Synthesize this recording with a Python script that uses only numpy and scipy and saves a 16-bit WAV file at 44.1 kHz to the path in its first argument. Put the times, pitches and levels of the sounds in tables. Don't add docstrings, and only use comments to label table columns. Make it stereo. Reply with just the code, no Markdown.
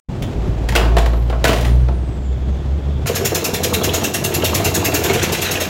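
import sys
import numpy as np
from scipy import signal
from scipy.fft import rfft, irfft
from scipy.io import wavfile
from scipy.ndimage import uniform_filter1d

SR = 44100
rng = np.random.default_rng(int(sys.argv[2]) if len(sys.argv) > 2 else 0)


def wav_out(sig):
    wavfile.write(sys.argv[1], SR, np.round(np.clip(np.atleast_2d(sig).T, -1, 1) * 32767).astype(np.int16))


N = 250929
TIME, HZ = np.arange(N) / SR, np.fft.rfftfreq(N, 1 / SR)
ROTOR_HZ, BLADES = 17.905, 5

# (frequency [Hz], likeness [0 unrelated, 1 and over alike])
MIC_LIKENESS = [(30, 1.6), (120, 1.1), (250, 0.8), (500, 0.86), (1000, 0), (3000, 0.06), (16000, 0)]
# (frequency [Hz], width [Hz], level [dB])
CAGE_MODES = [(1690, 70, 2), (2740, 90, 4), (4030, 200, -4), (5400, 220, -2), (6580, 350, -4),
              (8560, 350, -3), (12200, 700, -6)]
# (time [s], drone level [dB], judder level [dB])
STAND_SHAKE = [(3.07, -30.5, -20.5), (3.29, -21.5, -19.5), (3.4, -32.5, -17.5), (3.94, -21.5, -18),
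               (4.05, -31, -21), (4.24, -29, -20.5), (4.6, -23, -17), (5.19, -24.5, -19), (5.45, -30, -21),
               (5.68, -28, -18)]


def amp(db):
    return 10 ** (np.asarray(db) / 20)


def unit(x):
    return x / np.sqrt(np.mean(x ** 2) + 1e-20)


def spectrum(points, hz=HZ):
    f, value = np.transpose(points)
    return np.interp(np.log(hz + 1), np.log(f + 1), value)


def curve(rows, column=1):
    rows = np.asarray(rows)
    return np.interp(TIME, rows[:, 0], rows[:, column])


def colour(x, gain):
    return irfft(rfft(x) * gain, N)


def band(low_hz, high_hz):
    return 1 / np.sqrt((1 + (low_hz / (HZ + 1)) ** 8) * (1 + (HZ / high_hz) ** 8))


def resonances(modes):
    return np.sqrt(1 + sum(amp(db) ** 2 / (1 + (2 * (HZ - hz) / width) ** 2) for hz, width, db in modes))


def wander(rate_hz):
    return unit(colour(rng.standard_normal(N), np.exp(-(HZ / rate_hz) ** 2)))


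def noise(gain):
    a, b = rfft(rng.standard_normal((2, N)))
    same = np.clip(spectrum(MIC_LIKENESS), 0, 1)
    mid, side = a * np.sqrt(1 + same), b * np.sqrt(1 - same)
    return unit(irfft(np.array([mid + side, mid - side]) * gain, N))


def decays(times, levels_db, decay_s, rise_s=0.0002):
    power = np.zeros(N)
    for s, db in zip(times, levels_db):
        part = power[int(s * SR):][:SR // 4]
        t = TIME[:len(part)]
        part += (amp(db) * (1 - np.exp(-t / rise_s)) * np.exp(-t / decay_s)) ** 2
    return np.sqrt(power)


def struck(rows, decay_s, spread, count=6):
    out, t = np.zeros((2, N)), TIME[:SR // 8]
    for s, db, hz in rows:
        modes = hz * np.exp(spread * rng.standard_normal((count, 1)))
        phase = rng.random((count, 1))
        mic_shift = (1 - spectrum(MIC_LIKENESS, hz)) * rng.uniform(-.3, .3, (2, count, 1))
        envelope = (1 - np.exp(-t * hz / 2)) * np.exp(-t / decay_s)
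        ring = np.sin(2 * np.pi * (modes * t + phase + mic_shift)).sum(axis=1) * envelope
        part = out[:, int(s * SR):][:, :len(t)]
        part += (amp(db) * unit(ring) * np.sqrt(np.mean(envelope ** 2)))[:, :part.shape[1]]
    return out


def shifting(x, depth_db):
    z = signal.stft(x, SR, nperseg=512)[2]
    patches = uniform_filter1d(rng.standard_normal(z.shape[1:]), size=4, axis=0)
    patches = uniform_filter1d(patches, size=8, axis=1)
    return signal.istft(z * unit(amp(depth_db * unit(patches))), SR, nperseg=512)[1][:, :N]


def room(x, wet_db):
    # (frequency [Hz], time to fall 60 dB [s])
    room_t60 = [(100, 0.64), (500, 0.64), (2000, 0.36), (5000, 0.44), (9000, 0.3), (16000, 0.34)]
    wet = np.zeros((2, N))
    for turn in np.arange(3) / 3:
        echoes = rng.standard_normal((2, SR)) * (rng.random((2, SR)) < .1) * (TIME[:SR] > .004)
        hz, t, z = signal.stft(echoes, SR, nperseg=256)
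        same = np.clip(spectrum(MIC_LIKENESS, hz), 0, 1)[:, None]
        z[1] = same * z[0] + np.sqrt(1 - same ** 2) * z[1]
        tail = signal.istft(z * amp(-60 * t / spectrum(room_t60, hz)[:, None]), SR, nperseg=256)[1]
        tail /= np.linalg.norm(tail, axis=1, keepdims=True)
        share = np.sqrt(2 / 3) * np.cos(2 * np.pi * (TIME + turn))
        wet += signal.fftconvolve(x * share, tail, axes=1)[:, :N]
    return x + amp(wet_db) * wet


def placed(x, balance):
    return colour(x, amp(spectrum(balance) * np.array([[.5], [-.5]])))


def throb(level_db=-0.5, second_db=-13, third_db=-26, waver=0.021):
    # (time [s], pitch [Hz])
    blade_rate = [(.1, 54), (.9, 56.5), (1.5, 58), (1.75, 61.5), (2.35, 64.5), (2.7, 67.5), (3.05, 72.5)]
    # (time [s], level [dB])
    swells = [(0.09, -36), (0.24, -31), (0.28, -39), (0.39, -18.5), (0.55, -21), (0.94, -11), (1.56, -19),
              (1.75, -9), (2.19, -25), (2.32, -15), (2.38, -24), (2.51, -14), (2.62, -26), (2.64, -20.5),
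              (2.74, -14.5), (2.81, -24), (2.89, -15.5), (3.05, -24.5)]
    phase = 2 * np.pi * np.cumsum(curve(blade_rate) * (1 + waver * wander(19))) / SR
    second = amp(second_db) * np.sin(2 * phase) * (1 + .4 * wander(9))
    third = amp(third_db) * np.sin(3 * phase)
    return np.sqrt(2) * amp(curve(swells) + level_db) * (np.sin(phase) + second + third), phase


def air(blade_phase, chop=0.073, gust_db=2.0):
    # (time [s], rumble level [dB], rush level [dB])
    airflow = [(.09, -24, -33.5), (.25, -21.5, -31), (.8, -24, -31), (1.2, -28, -34.5), (1.6, -25.5, -30),
               (2.0, -24.5, -36.5), (2.7, -27.5, -34.5), (3.05, -26, -34)]
    # (frequency [Hz], level [dB])
    rumble_tone = [(15, -26), (35, -3), (60, -4), (125, 1), (180, -6.5), (250, -10.5), (400, -13),
                   (800, -62.5)]
    rush_tone = [(150, -8), (350, -5.5), (650, -5), (1000, -12.5), (2000, -19.5), (3400, -23), (5000, -29),
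                 (7500, -32.5), (9500, -44), (13000, -45), (16000, -50)]
    rumble = noise(amp(spectrum(rumble_tone))) * amp(curve(airflow) + gust_db * wander(25))
    rush = noise(amp(spectrum(rush_tone))) * amp(curve(airflow, column=2) + 1.06 * wander(30))
    return rumble + rush * (1 + chop * np.sin(blade_phase))


def blows(thud_db=3, crack_db=-4, snap_db=-13, ring_db=12, hollow_db=-6, decay_s=0.0079):
    # (time [s], strength [dB], contact hardness [dB], pitch of the part [Hz])
    impacts = [(0.2231, -23.5, 14, 3170), (0.688, -14, 7, 1790), (0.7223, -19.5, 0.5, 843),
               (0.7523, -7, 8.5, 1490), (0.7603, -5, 5.5, 2996), (0.778, -17, -7, 625),
               (0.9673, -10, -2.5, 744), (0.9832, -11.5, 4, 800), (1.0594, -16.5, 1, 835),
               (1.1331, -27.5, -7, 826), (1.2986, -22, -3, 810), (1.3263, -30, -13, 696),
               (1.4416, -4.5, 1.5, 611), (1.4514, -6.5, 7.5, 1590), (1.4809, -12.5, 12, 2734),
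               (1.4916, -11, -4, 625), (1.53, -13, -0.5, 617), (1.611, -22, 13, 650), (1.6497, -18, 3, 710),
               (1.8855, -28.5, -9, 900)]
    # (frequency [Hz], width [Hz], level [dB])
    plastic_modes = [(343, 41, -10), (675, 37, -8), (1240, 19, -29.5), (1585, 38, -15), (1900, 330, -12),
                     (3050, 54, -12), (3470, 160, -26), (3620, 28, -33), (5030, 54, -28), (5590, 47, -20),
                     (5960, 91, -6), (6950, 210, -5.5)]
    s, db, hardness = np.transpose([row[:3] for row in impacts] + settling())
    body = resonances([(hz, width, level + ring_db) for hz, width, level in plastic_modes])
    thud = noise(body * band(160, 1180))
    crack = noise(body * band(1680, 3550))
    snap = noise(body * band(3800, 25000) / (HZ + 2000))
    thud *= decays(s, db - hardness + thud_db, 1.07 * decay_s, rise_s=0.0019)
    crack *= decays(s, db + crack_db, decay_s)
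    snap *= decays(s, db + 0.63 * hardness + snap_db, decay_s, rise_s=0.00022)
    chatter = unit(amp(1.5 * np.minimum(wander(610), 2)))
    hollow_hits = [(at, level + hollow_db, hz) for at, level, _, hz in impacts]
    hollow = struck(hollow_hits, decay_s=0.011, spread=0.0626)
    return room(thud + (crack + snap) * chatter + hollow, wet_db=-4)


def settling(count=18, gap_s=0.013, scatter_db=1.5):
    # (start [s], first strength [dB], fade [dB/s], hardness [dB])
    bounce_runs = [(.79, -19.5, 115, -6), (1.46, -12.5, 80, 4)]
    rows = []
    for start, db, fade, hardness in bounce_runs:
        delays = (np.arange(count) + rng.random(count)) * gap_s
        rows += [(start + t, db - fade * t + scatter_db * rng.standard_normal(), hardness)
                 for t in delays]
    return rows


def steel(jitter_hz=45, jingle_db=3):
    # (frequency [Hz], level [dB], time to fall 60 dB [s])
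    steel_modes = [(4054, -4, .8), (5900, -8, .8), (8775, -3, .7), (9458, 0, .5), (11200, -10, .6),
                   (12810, 0, .55)]
    # (time [s], level [dB], frequency above which modes ring [Hz])
    strikes = [(.984, -50, 10000), (1.06, -49, 10000), (1.134, -54, 10000), (1.19, -55, 10000),
               (1.535, -42, 3000), (1.648, -49, 3000)]
    out, t = np.zeros((2, N)), TIME[:SR]
    for hz, level, t60 in steel_modes:
        envelope = np.zeros(N)
        for s, db, lowest_hz in strikes:
            envelope[int(s * SR):][:SR] += (hz > lowest_hz) * amp(db + level - 60 * t / t60)
        turns = np.cumsum(hz + jitter_hz * wander(150)) / SR + rng.random((2, 1))
        out += envelope * unit(amp(jingle_db * wander(40))) * np.sin(2 * np.pi * turns)
    return room(out, wet_db=-8)


def whistle(width_hz=420, flutter_db=3):
    # (time [s], pitch [Hz], level [dB])
    slide = [(1.7, 11000, -68), (1.85, 9720, -67), (2.03, 8400, -60), (2.15, 7800, -59), (2.27, 7150, -51),
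             (2.36, 7050, -57), (2.55, 6360, -60), (2.75, 6200, -83)]
    phase = 2 * np.pi * np.cumsum(curve(slide)) / SR
    hiss = np.array([wander(width_hz) * np.cos(phase) + wander(width_hz) * np.sin(phase)
                     for mic in range(2)])
    return unit(hiss * amp(flutter_db * wander(18))) * amp(curve(slide, column=2))


def rub(hz=3400, width_hz=350):
    # (time [s], level [dB])
    rubbing = [(1.8, -70), (2.05, -58), (2.4, -51.5), (2.75, -53), (3.05, -49)]
    return noise(np.exp(-((HZ - hz) / width_hz) ** 2)) * amp(curve(rubbing) + 2 * wander(25))


def rattle(level_db=-4, chatter_db=5, clack_db=-3):
    # (frequency [Hz], level [dB])
    loose_tone = [(500, -14), (1000, -4.5), (1600, -2), (2200, 2), (2800, 0), (3900, -2), (4800, -9),
                  (6500, -6.5), (9000, -18), (16000, -23)]
    # (time [s], level [dB])
    rattling = [(3.06, -26), (3.5, -27.5), (3.9, -26), (4.2, -29.5), (4.55, -23.5), (4.8, -27.5),
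                (5.1, -20), (5.35, -20), (5.55, -21), (5.69, -23)]
    # (time [s], level [dB], pitch [Hz])
    snags = [(3.7259, -14.5, 1037), (3.8212, -16, 3380), (3.8916, -10.5, 3170), (4.5314, -9, 1010),
             (4.8254, -10, 1027), (5.0978, -9.5, 2260), (5.5544, -9, 2830)]
    wires = shifting(noise(amp(spectrum(loose_tone)) * resonances(CAGE_MODES)), depth_db=2.8)
    chatter = unit(amp(chatter_db * np.minimum(wander(61), 1.5)))
    loose = wires * chatter * amp(curve(rattling) + level_db)
    clacks = amp(clack_db) * struck(snags, decay_s=0.0072, spread=0.132, count=10)
    return room(loose + clacks, wet_db=-3.5)


def drone(level_db=-2, waver=0.068, boom_db=-4):
    pitch_hz = BLADES * ROTOR_HZ * (1 + waver * wander(20.7))
    tone = np.sqrt(2) * np.sin(2 * np.pi * np.cumsum(pitch_hz) / SR)
    boom = noise(band(80, 129) + 0.082 * band(20, 70))
    return amp(curve(STAND_SHAKE)) * (amp(level_db) * tone + amp(boom_db) * boom)


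def scrapes(first_s=3.0715, rise_s=0.01, hold_s=0.0051, fall_s=0.018, sizzle_db=-2, rasp_db=-16.5,
            grain_db=0.44, rim_hz=2745, rim_width_hz=60, rim_db=-2):
    # (time [s], period [s])
    wobble = [(3.07, .087), (3.16, .096), (3.54, .096), (3.63, .101), (4.75, .101), (4.84, .0955),
              (5.6, .094)]
    # (time [s], level [dB])
    pressing = [(3.07, -17), (3.25, -11.5), (3.35, -10.5), (3.54, -15.5), (3.64, -11.5), (4.1, -13),
                (4.3, -11.5), (4.95, -11), (5.14, -17), (5.32, -13.5), (5.6, -16.5)]
    # (frequency [Hz], level [dB])
    wire_tone = [(800, -3), (1500, 0.5), (2400, 5), (3200, 3), (4200, 3), (4850, -0.5), (5500, 3),
                 (7300, 5), (8000, -2.5), (9300, -6), (11000, 0), (12300, 2), (14500, -4.5), (16000, -1.5)]
    sizzle, rasp = np.zeros((2, N))
    s = first_s
    while s < TIME[-1] - rise_s:
        t, press_db = TIME - s, np.interp(s, *np.transpose(pressing))
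        rise, fall = np.array([rise_s, fall_s]) * np.exp(.1 * rng.standard_normal(2))
        fall *= 1 + 0.2 * (s - first_s)
        catch = np.clip(1 + t / rise, 0, 1) ** 1.3
        contact = catch * np.exp(-((t - hold_s) / fall).clip(0, 30))
        sizzle += amp(sizzle_db + press_db) * contact
        rasp += amp(rasp_db + 0.35 * press_db) * contact
        s += np.interp(s, *np.transpose(wobble))
    rasp = np.interp(TIME - .004, TIME, rasp)
    wires = amp(spectrum(wire_tone)) * resonances(CAGE_MODES)
    skid = sizzle * noise(wires * band(3700, 28000)) + rasp * noise(wires * band(740, 3900))
    skid = shifting(skid, depth_db=3) * amp(grain_db * wander(500))
    rim = signal.lfilter(*signal.iirpeak(rim_hz, rim_hz / rim_width_hz, fs=SR), skid)
    return room(skid + amp(rim_db) * rim, wet_db=-7)


def taps(first_s=3.0937, over_judder_db=5.5, scatter_db=2.5, jitter_s=0.00308, pitch_scatter=0.054):
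    # (time [s], pitch [Hz])
    housing_pitch = [(3.1, 457), (3.9, 484), (4.0, 364), (4.7, 368), (5.6, 457.5)]
    s = np.arange(first_s, TIME[-1] - 1 / ROTOR_HZ, 1 / ROTOR_HZ)
    early, strong, sharp = rng.standard_normal((len(s), 3)).T
    db = np.interp(s, TIME, curve(STAND_SHAKE, column=2)) + over_judder_db + scatter_db * strong
    hz = np.interp(s, *np.transpose(housing_pitch)) * np.exp(pitch_scatter * sharp)
    return list(zip(s - jitter_s * early, db, hz))


def knocks(hit_db=-6, ring_db=-4, decay_s=0.012, judder_db=-5.5, lumpy_db=4.5):
    # (time [s], level [dB], pitch [Hz])
    heavy_knocks = [(3.096, -10, 469), (3.32, -8, 407), (3.873, -8, 384), (4.601, -10, 383),
                    (4.77, -10.5, 430), (4.93, -9, 300), (5.053, -8.5, 414), (5.098, -4, 412)]
    # (frequency [Hz], level [dB])
    housing_tone = [(60, -22), (130, -0.5), (210, -2), (290, -4.5), (380, -1.5), (480, -5.5), (570, -9.5),
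                    (670, -2.5), (780, -9.5), (1050, -13.5), (1500, -17.5), (3000, -46)]
    rows = list(heavy_knocks) + taps()
    s, db, _ = np.transpose(rows)
    housing = amp(spectrum(housing_tone))
    hits = noise(housing * band(240, 3000)) * decays(s, db + hit_db, decay_s, rise_s=0.0019)
    hollow = amp(ring_db) * struck(rows, decay_s, spread=.1)
    judder = noise(housing) * unit(amp(lumpy_db * wander(70)))
    judder *= amp(curve(STAND_SHAKE, column=2) + judder_db)
    return room(hits + hollow + judder, wet_db=-6)


def scene(start_s=0.086, cut_s=3.058):
    # (frequency [Hz], left over right [dB])
    toppling_balance = [(60, 4), (110, 0.5), (200, 1.5), (380, 2), (700, 2.0), (1290, 4), (2380, 2),
                        (4400, -1), (8120, 0.5), (15000, -2)]
    caged_balance = [(80, 2), (400, 2), (1300, 3.5), (2500, 1.5), (3500, -0.5), (5500, 0), (7100, -4),
                     (8600, 7), (10200, -0.5), (12300, -4), (15500, -2)]
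    first_on = np.clip((TIME - start_s) / .004, 0, 1)
    second_on = np.clip((TIME - cut_s) / .002, 0, 1)
    hum, blade_phase = throb()
    running = (hum + air(blade_phase) + whistle() + rub()) * first_on * (1 - second_on)
    caged = (scrapes() + rattle() + knocks() + drone()) * second_on
    return placed(running + blows() + steel(), toppling_balance) + placed(caged, caged_balance)


def record(dry, edge_hz=15900):
    low_pass = signal.firwin(401, edge_hz, window=("kaiser", 8), fs=SR)
    return signal.oaconvolve(np.clip(dry, -1, 1), low_pass[None], "same")


dry = scene()
out = record(dry)
wav_out(out)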